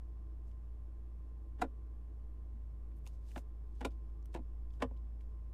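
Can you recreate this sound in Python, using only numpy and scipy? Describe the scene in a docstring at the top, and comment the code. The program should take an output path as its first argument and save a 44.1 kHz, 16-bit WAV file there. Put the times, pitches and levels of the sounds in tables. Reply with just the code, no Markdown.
"""Inside a parked car, the idling engine hums over fan noise and faint whines; a faint opening hiss
fades within a second. At half a second, skin brushes the plastic knob of the electronic gear lever.
At 1.6 seconds the lever knocks against its stops and the console rings briefly. From about 3 seconds
the skin ticks and slides again, and four more throws of the lever land about half a second apart.
A last light touch comes at 5.2 seconds, and the engine idles on."""
import sys
import numpy as np
from scipy import signal
from scipy.fft import rfft, irfft
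from scipy.io import wavfile
from scipy.ndimage import uniform_filter1d

SR = 44100
rng = np.random.default_rng(int(sys.argv[2]) if len(sys.argv) > 2 else 0)


def put_to_file(sound):
    """Save the sound as 16-bit audio at rate SR, in the file named by the first command-line argument."""
    columns = np.atleast_2d(sound).T  # one column per channel
    safe = np.clip(columns, -1, 1)
    whole_steps = np.round(safe * 32767)
    wavfile.write(sys.argv[1], SR, whole_steps.astype(np.int16))


N = 243873

# The lever hitting its stops; one throw lands as several blows. Each row: start in seconds, level
# in dB, bass boost and treble boost in dB per octave away from PIVOT_HZ, boosts in dB for the thud,
# box, shell and knob pitches, then four times in ms: lag at LAG_HZ, build-up, hold and dying away.
LEVER_BLOWS = [(1.594, -60.5, 14, 2, -6, -17, 2, -1, 3.5, 5.7, 1, 11),
               (1.615, -50.5, -3, 3, 0, -4, -9, -1, 2.4, 3.9, 1, 3.9),
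               (1.618, -31, 1.5, 1.76, -3, 2, 6, 7.5, 5.16, 2.1, 4.9, 1.7),
               (1.639, -46, 5, -1.5, 15, -2, 6, 3, 4.5, 2.4, 2, 4.8),
               (3.069, -53.5, -8, -36, 0, -2, -1, -18, 0.13, 0.45, 0.39, 1),
               (3.3601, -38, 2.5, -1.5, -9, 3, 0.5, -5, 2.95, 1.4, 1.4, 1.1),
               (3.369, -47.5, 0, -7, -6, 4, -2, -3, 1.4, 2.2, 1.6, 2),
               (3.3770, -44, 1.5, 0, -5, -1, -3, -7, 1.03, 0.4, 1.7, 1.5),
               (3.8086, -51.5, 7.5, 3, -7, -2, -2, 6.5, 3.6, 1.1, 1.4, 2),
               (3.813, -44, 4.5, 0.5, -5, -4, -3, 2.5, 3.26, 1.1, 1.5, 2.3),
               (3.825, -53.5, 6, 0, -7, 4, 0, 3, 3.6, 3, 1, 8.4),
               (3.8472, -33, 5.5, 0.5, 4, -9, -1, -9, 1.74, 0.27, 2.8, 1.2),
               (3.8521, -37.5, 4.5, 4, -5, -5, 2, -3.5, 1.15, 1.2, 1.8, 2.1),
               (3.862, -50.5, 3, -11, -10, -8, 4, 8, 1.15, 2.6, 1, 3),
               (4.3422, -57, -11, 5.5, -2, -2, -3, 0, 3.1, 1.4, 0.7, 1.3),
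               (4.3475, -47, -14, 3, 0, -2, -6, -9, 1.1, 0.93, 0.91, 1),
               (4.351, -44.5, 4, -2, -8, 11.5, -5, 2.5, 1.1, 1.1, 0.5, 0.89),
               (4.3604, -45.5, -3.5, -0.5, -1.5, 12.5, -3, -2.5, 1.16, 2, 3, 2.3),
               (4.372, -54, 1, 0, 0, 4, -4, 1, 0.76, 1.2, 1, 3.3),
               (4.390, -58.5, 10, -4, 4, 7.5, -4, 2.5, 0.92, 3, 1, 3.3),
               (4.804, -51.5, 4.5, 0, -6, 4, 3, 2, 2.1, 3.3, 1, 12),
               (4.8225, -28.5, 4.5, 0, 14, -12, -2, 0.5, 3.43, 1.94, 2.3, 3.5),
               (4.839, -40.5, 4.5, -13, 14, -18, 5.5, -2.5, 3.5, 2.3, 1, 3.5),
               (4.91, -55.5, 8, -10, 2, -10, 3, -10, 1.7, 2.5, 1.2, 2)]
# The tone colour all blows share. Each row: pitch in Hz, boost in dB.
BLOW_COLOUR = [(110, -12), (200, -11.5), (450, -8.5), (900, 2.87), (2500, -9.5), (9000, -16)]
# The crack of a hard contact. Each row: pitch in Hz, boost in dB.
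CRACK_COLOUR = [(250, 22), (450, 28.5), (900, 0), (2500, 29.5), (4000, 20.5), (6000, 16), (8000, 18),
                (10500, 10), (13000, 7), (15500, 3)]
# The notes the console and panels ring at. Each row: pitch in Hz, boost in dB, seconds to fade 60 dB.
CONSOLE_NOTES = [(97, -23, 0.087), (127, -23, 0.083), (160, -18, 0.058), (221, -12, 0.091),
                 (256.3, 2.5, 0.086), (321.7, 0, 0.091), (360, -15.5, 0.099), (451.6, -2, 0.062),
                 (547.6, -1.5, 0.066), (652, -11.5, 0.034), (769, 1.5, 0.015), (853, -7.5, 0.03),
                 (945, -2, 0.016), (1176, -5.5, 0.012), (1296, -6.5, 0.013), (1534, 0, 0.014),
                 (1721, 2, 0.01), (2072, -1.5, 0.012), (2358, -5.5, 0.015), (2750, -5.5, 0.0024),
                 (3690, -10, 0.031), (4400, -20, 0.0013), (7700, -32, 0.029)]
# Skin landing on the knob or peeling off. Each row: start in seconds, relative level in dB,
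# centre pitch in Hz, width in octaves.
SKIN_TICKS = [(.514, -78, 2640, 0.81), (.5145, -85, 6000, 1), (2.917, -81.5, 2280, 0.83),
              (2.968, -89, 10600, 1.5), (2.985, -84, 10000, 1.2), (3.056, -80, 7000, 0.86),
              (3.062, -73, 12440, 0.87), (3.057, -76, 2420, 0.45), (3.0662, -65, 5200, 1.5),
              (3.065, -63, 2710, 0.47), (3.074, -59, 5300, 1.8), (3.309, -73, 2500, 0.74),
              (3.316, -67.5, 2160, 0.46), (3.317, -76, 7000, 1.2), (3.753, -82, 7400, 0.7),
              (3.907, -78, 3400, 0.98), (3.919, -80, 2800, 1.3), (4.227, -79.5, 5500, 0.73),
              (4.257, -66.5, 5440, 5.9), (4.706, -78, 3200, 0.85), (4.738, -77, 4130, 1.1),
              (4.966, -80.5, 2610, 0.31), (4.974, -80, 2810, 1.4), (5.208, -75, 2730, 0.6)]
# The first row is a faint background hiss at the start that fades within a second; the rest are
# skin sliding on the knob. 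Each row: loudest moment in seconds, relative level there in dB,
# swell and fade in seconds, centre pitch in Hz, width in octaves.
HISSES = [(.02, -102, .02, .9, 3500, 1.5), (.485, -90.5, 0.084, 0.08, 5500, 1.3),
          (2.97, -84.5, .03, .035, 10500, 1.2), (3.078, -76, 0.045, 0.03, 6500, 2),
          (3.14, -86, 0.13, 0.12, 4800, 1.1), (3.29, -77, 0.082, 0.093, 4670, 1.8),
          (3.32, -79.5, 0.028, 0.06, 4500, 2.5), (3.38, -68, 0.046, 0.044, 6200, 1.5),
          (3.80, -84.5, 0.15, 0.086, 4200, 1.4), (3.915, -85, .02, 0.064, 3500, 1.5),
          (4.335, -78, .02, 0.022, 4500, 1.2), (4.972, -88, .02, .03, 3000, 2.1),
          (4.735, -88, 0.043, 0.22, 5000, 1.6), (5.211, -85, .02, 0.035, 5100, 1.6)]
# The idling engine. Each row: time in seconds, firings per second, hum level in dB.
ENGINE_IDLE = [(0.0, 57.23, -46), (1.0, 57.44, -46.5), (2.46, 57.13, -46), (2.59, 55.8, -45.5),
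               (3.67, 56.13, -46), (3.901, 56.42, -43.5), (4.149, 55.2, -45.5), (4.999, 56.3, -43.5),
               (5.53, 55.56, -46.5)]
# The tones in the hum. Each row: multiple of the firing rate, boost in dB, waver in dB.
ENGINE_TONES = [(0.5, -27.5, 6), (0.75, -23.5, 6), (1, 0.5, 0.5), (1.502, -20, -2), (2.005, -31.5, -0.5),
                (2.498, -28, 4.5), (3, -38, -1.5), (3.999, -31.5, -2)]
# The noise of the fan and car body. Each row: pitch in Hz, relative level in dB.
FAN_COLOUR = [(53, -29.5), (90, -4), (109, -16), (183, -19), (328, -21), (373, -26.5), (434, -27),
              (483, -28.5), (922, -34), (1050, -44), (1360, -41.5), (4640, -57.5), (13000, -59),
              (15500, -74)]
# Whines of the fan and electrics. Each row: pitch in Hz, width in Hz, level in dB.
FAN_WHINES = [(328.2, 9.1, -74), (428.4, 20, -78), (1169, 33, -87), (5270, 13, -107)]
# A thin electric tone that fades and comes back. 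Each row: time in seconds, level in dB.
THIN_TONE_LEVELS = [(0, -104), (0.5, -105), (0.8, -116), (3.0, -116), (3.6, -105), (5.53, -102)]

PIVOT_HZ, LAG_HZ = 900, 250   # where bass meets treble; the pitch at which a blow's lag is given
THUD_HZ, BOX_HZ, SHELL_HZ, KNOB_HZ = 140, 335, 510, 750   # where a blow lands sets how much each sounds
DETUNE = 0.02   # the grip shifts each console note by about this fraction from blow to blow
TICK_DECAY_S, HISS_DEPTH_DB = .0017, 25   # a hiss swells and fades by this depth
SWAY_DB, SWAY_BELOW_HZ = -56, 5.6
FAN_DB, TONE_DB, TONE_HZ, THIN_TONE_HZ = -63.5, -82.5, 1044, 5200
ECHO_FADE_S, ECHO_DB = 0.067, -11.5   # the echo falls 60 dB in this time
ECHO_BAND_HZ = [710, 17800]   # the cabin air adds little below; upholstery dulls what is above


def lever():
    """Each blow on the stops is a chatter of tiny touches that makes a crack and rings the console."""
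    out, size, lead = np.zeros(N + SR), SR // 3, SR // 40
    ms = (np.arange(size) - lead) / SR * 1000
    for start, level_db, bass, treble, *landing_db, lag_ms, rise_ms, hold_ms, decay_ms in LEVER_BLOWS:
        colour = []
        for hz, db in BLOW_COLOUR:
            octaves_away = abs(np.log2(hz / PIVOT_HZ))
            colour.append((hz, level_db + db + octaves_away * (bass if hz < PIVOT_HZ else treble)))
        touches = chatter(ms, rise_ms, hold_ms, decay_ms)
        knock = crack(touches, colour) + console(touches, colour, landing_db, ms, lag_ms)
        at = round(start * SR) - lead
        out[at:at + size] += knock
    # the knocks carry no deep bass below about 75 Hz
    return signal.sosfilt(signal.butter(2, 75, "high", fs=SR, output="sos"), out[:N])


def chatter(ms, rise_ms, hold_ms, decay_ms, per_second=7000):
    """The parts touch many times at random; the touches build up, hold and die away."""
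    touches = rng.standard_normal(len(ms)) * (rng.random(len(ms)) < per_second / SR)
    rising = ms / max(rise_ms, .3)
    dying = -np.maximum(ms - hold_ms, 0) / max(decay_ms, 1)
    touches *= np.exp(np.where(ms < 0, rising, dying))
    return even_out(touches, width_hz=600) + 1e-18


def crack(touches, colour):
    """The hard contact itself makes a sharp crack with no thud in it."""
    crack_colour = [(hz, db + at_hz(colour, hz)) for hz, db in CRACK_COLOUR]
    burst = shape_bands([touches], crack_colour, low_hz=226.0)
    return signal.lfilter(*signal.butter(2, 220, "high", fs=SR), burst)


def console(touches, colour, landing_db, ms, lag_ms):
    """Each note of the console takes up the part of the blow near its own pitch and rings on."""
    thud_db, box_db, shell_db, knob_db = landing_db
    landing = [(THUD_HZ, thud_db), (230, 0), (BOX_HZ, box_db), (SHELL_HZ * .88, shell_db),
               (SHELL_HZ * 1.12, shell_db), (KNOB_HZ, knob_db), (940, 0)]
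    out = np.zeros(len(ms))
    for hz, db, fade_s in CONSOLE_NOTES:
        push = signal.lfilter(*signal.butter(1, [hz / 2, 2 * hz], "band", fs=SR), touches)
        note = ring(push, hz * (1 + DETUNE * rng.standard_normal()), fade_s)
        note = np.interp(ms - lag_ms * LAG_HZ / hz, ms, note)   # big, low panels get moving later
        out += from_db(db + at_hz(colour, hz) + at_hz(landing, hz)) * note / np.abs(note).max()
    return out


def skin_ticks():
    """Skin landing on the knob or peeling off makes a tiny burst of noise."""
    out, size = np.zeros(N), 800
    for start, db, hz, octaves in SKIN_TICKS:
        burst = rng.standard_normal(size) * np.exp(-np.arange(size) / SR / TICK_DECAY_S)
        tick = band_around(burst, hz, octaves, order=2)
        opening_level = np.sqrt(np.mean(tick[:size // 10] ** 2))
        at = round(start * SR)
        out[at:at + size] += from_db(db) * tick / opening_level
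    return out


def hisses():
    """Grainy noise swells and fades: first a faint background hiss, then skin rubbing the plastic."""
    out = np.zeros(N)
    grains = rng.standard_normal(N) * from_db(1.2 * rng.exponential(1, N // 40 + 1).repeat(40)[:N])
    for peak, db, swell, fade, hz, octaves in HISSES:
        start, end = peak - swell, peak + fade
        span = np.arange(max(round(start * SR), 0), min(round(end * SR), N))
        level_db = db - np.interp(span / SR, [start, peak, end], [HISS_DEPTH_DB, 0, HISS_DEPTH_DB])
        out[span] += from_db(level_db) * unit_level(band_around(grains[span], hz, octaves, order=1))
    return out


def engine():
    """Wavering tones follow the engine's firing; beneath them the car body rocks too slowly to hear."""
    times, firing_hz, hum_db = np.transpose(ENGINE_IDLE)
    t = np.arange(N) / SR
    phase = 2 * np.pi * np.cumsum(np.interp(t, times, firing_hz)) / SR
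    hum = np.zeros(N)
    for multiple, db, waver_db in ENGINE_TONES:
        gain = from_db(db + waver_db * drift(12.0))
        hum += gain * np.sin(multiple * phase + rng.uniform(0, 2 * np.pi))
    slow_only = signal.butter(4, SWAY_BELOW_HZ, fs=SR, output="sos")
    sway = signal.sosfilt(slow_only, rng.standard_normal(N + SR))[SR:]
    return np.sqrt(2) * from_db(np.interp(t, times, hum_db)) * hum + from_db(SWAY_DB) * unit_level(sway)


def fan_and_electrics():
    """The fan makes a smooth rush; a few narrow whines from it and the electrics stand out."""
    t = np.arange(N) / SR
    rush = shape_bands(rng.standard_normal((2, N)), FAN_COLOUR, low_hz=68.3)
    out = from_db(FAN_DB) * unit_level(rush)
    wavering_db = TONE_DB + 2.3 * drift(13.0)
    thin_db = np.interp(t, *np.transpose(THIN_TONE_LEVELS))
    for hz, db in [(TONE_HZ, wavering_db), (THIN_TONE_HZ, thin_db)]:
        out += np.sqrt(2) * from_db(db) * np.sin(2 * np.pi * hz * t)
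    for hz, width_hz, db in FAN_WHINES:
        fade_s = np.log(1000) / np.pi / width_hz   # a narrower whine rings longer
        whine = ring(rng.standard_normal(N + SR), hz, fade_s)[SR:]
        out += from_db(db) * unit_level(whine)
    return out


def cabin(x):
    """The small padded cabin adds a short, dense echo to a sound."""
    t = np.arange(SR // 4) / SR
    echo = rng.standard_normal(len(t)) * from_db(-60 * t / ECHO_FADE_S) * (t > .003)
    echo = signal.lfilter(*signal.butter(1, ECHO_BAND_HZ, "band", fs=SR), even_out(echo, width_hz=263.0))
    echo /= np.sqrt(np.sum(echo ** 2))
    return x + from_db(ECHO_DB) * signal.fftconvolve(x, echo)[:N]


def from_db(db):
    """Turn decibels into a number to multiply by."""
    return 10 ** (np.asarray(db) / 20)


def unit_level(x):
    """Scale a sound so its average level (root mean square) is 1."""
    return x / np.sqrt(np.mean(x ** 2) + 1e-20)


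def at_hz(points, hz):
    """Read between the rows of a pitch-and-value table, spacing pitches by octaves."""
    pitches, values = np.transpose(points)
    return np.interp(np.log(hz), np.log(pitches), values)


def drift(rate):
    """A random wander of typical size 1 that changes about `rate` times a second."""
    r = np.exp(-80 * np.pi * rate / SR)
    slow = signal.lfilter([1], [1, -2 * r, r * r], rng.standard_normal(N // 40 + 4002))[4000:]
    return np.interp(np.arange(N) / 40, np.arange(len(slow)), unit_level(slow - slow.mean()))


def ring(x, hz, fade_s):
    """Let a sound set one note ringing; the note falls 60 dB in fade_s seconds."""
    r, w = from_db(-60 / (fade_s * SR)), 2 * np.pi * hz / SR
    return signal.lfilter([0, np.sin(w)], [1, -2 * r * np.cos(w), r * r], x)


def band_around(x, hz, octaves, order):
    """Keep the pitches around hz; a higher order gives steeper edges."""
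    spread = 2 ** (octaves / 2)
    edges = [hz / spread, min(hz * spread, 20000)]
    return signal.sosfilt(signal.butter(order, edges, "band", fs=SR, output="sos"), x)


def shape_bands(sounds, colour, low_hz):
    """Build a tone colour from bands a third of an octave wide, taken from the sounds in turn."""
    edges = low_hz * 2 ** np.arange(0, np.log2(17000 / low_hz), 1 / 3)
    out = 0
    for k, (low, high) in enumerate(zip(edges, edges[1:])):
        band_filter = signal.butter(2, [low, high], "band", fs=SR, output="sos")
        band = signal.sosfilt(band_filter, sounds[k % len(sounds)])
        out += (-1) ** k * from_db(at_hz(colour, np.sqrt(low * high))) * band   # flips join the edges
    return out


def even_out(x, width_hz):
    """Make a random burst about equally strong at all pitches, with a total energy of 1."""
    spectrum = rfft(x)
    smooth_power = uniform_filter1d(np.abs(spectrum) ** 2, size=int(width_hz * len(x) / SR))
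    flat = irfft(spectrum / np.sqrt(smooth_power + 1e-30), len(x))
    return flat / np.sqrt(np.sum(flat ** 2))


def scene():
    """The lever sounds in the cabin over engine and fan; the light ticks and hisses get less echo."""
    light = skin_ticks() + hisses()
    background = engine() + fan_and_electrics()
    in_cabin = cabin(lever() + from_db(1.5) * light) + from_db(-8.5) * light
    return (in_cabin + background)[None, :]


def record(dry):
    """Cut the very highest treble, from about 15900 Hz up."""
    return signal.sosfilt(signal.cheby2(20, 60, 15900, fs=SR, output="sos"), dry)


dry = scene()
out = record(dry)
put_to_file(out)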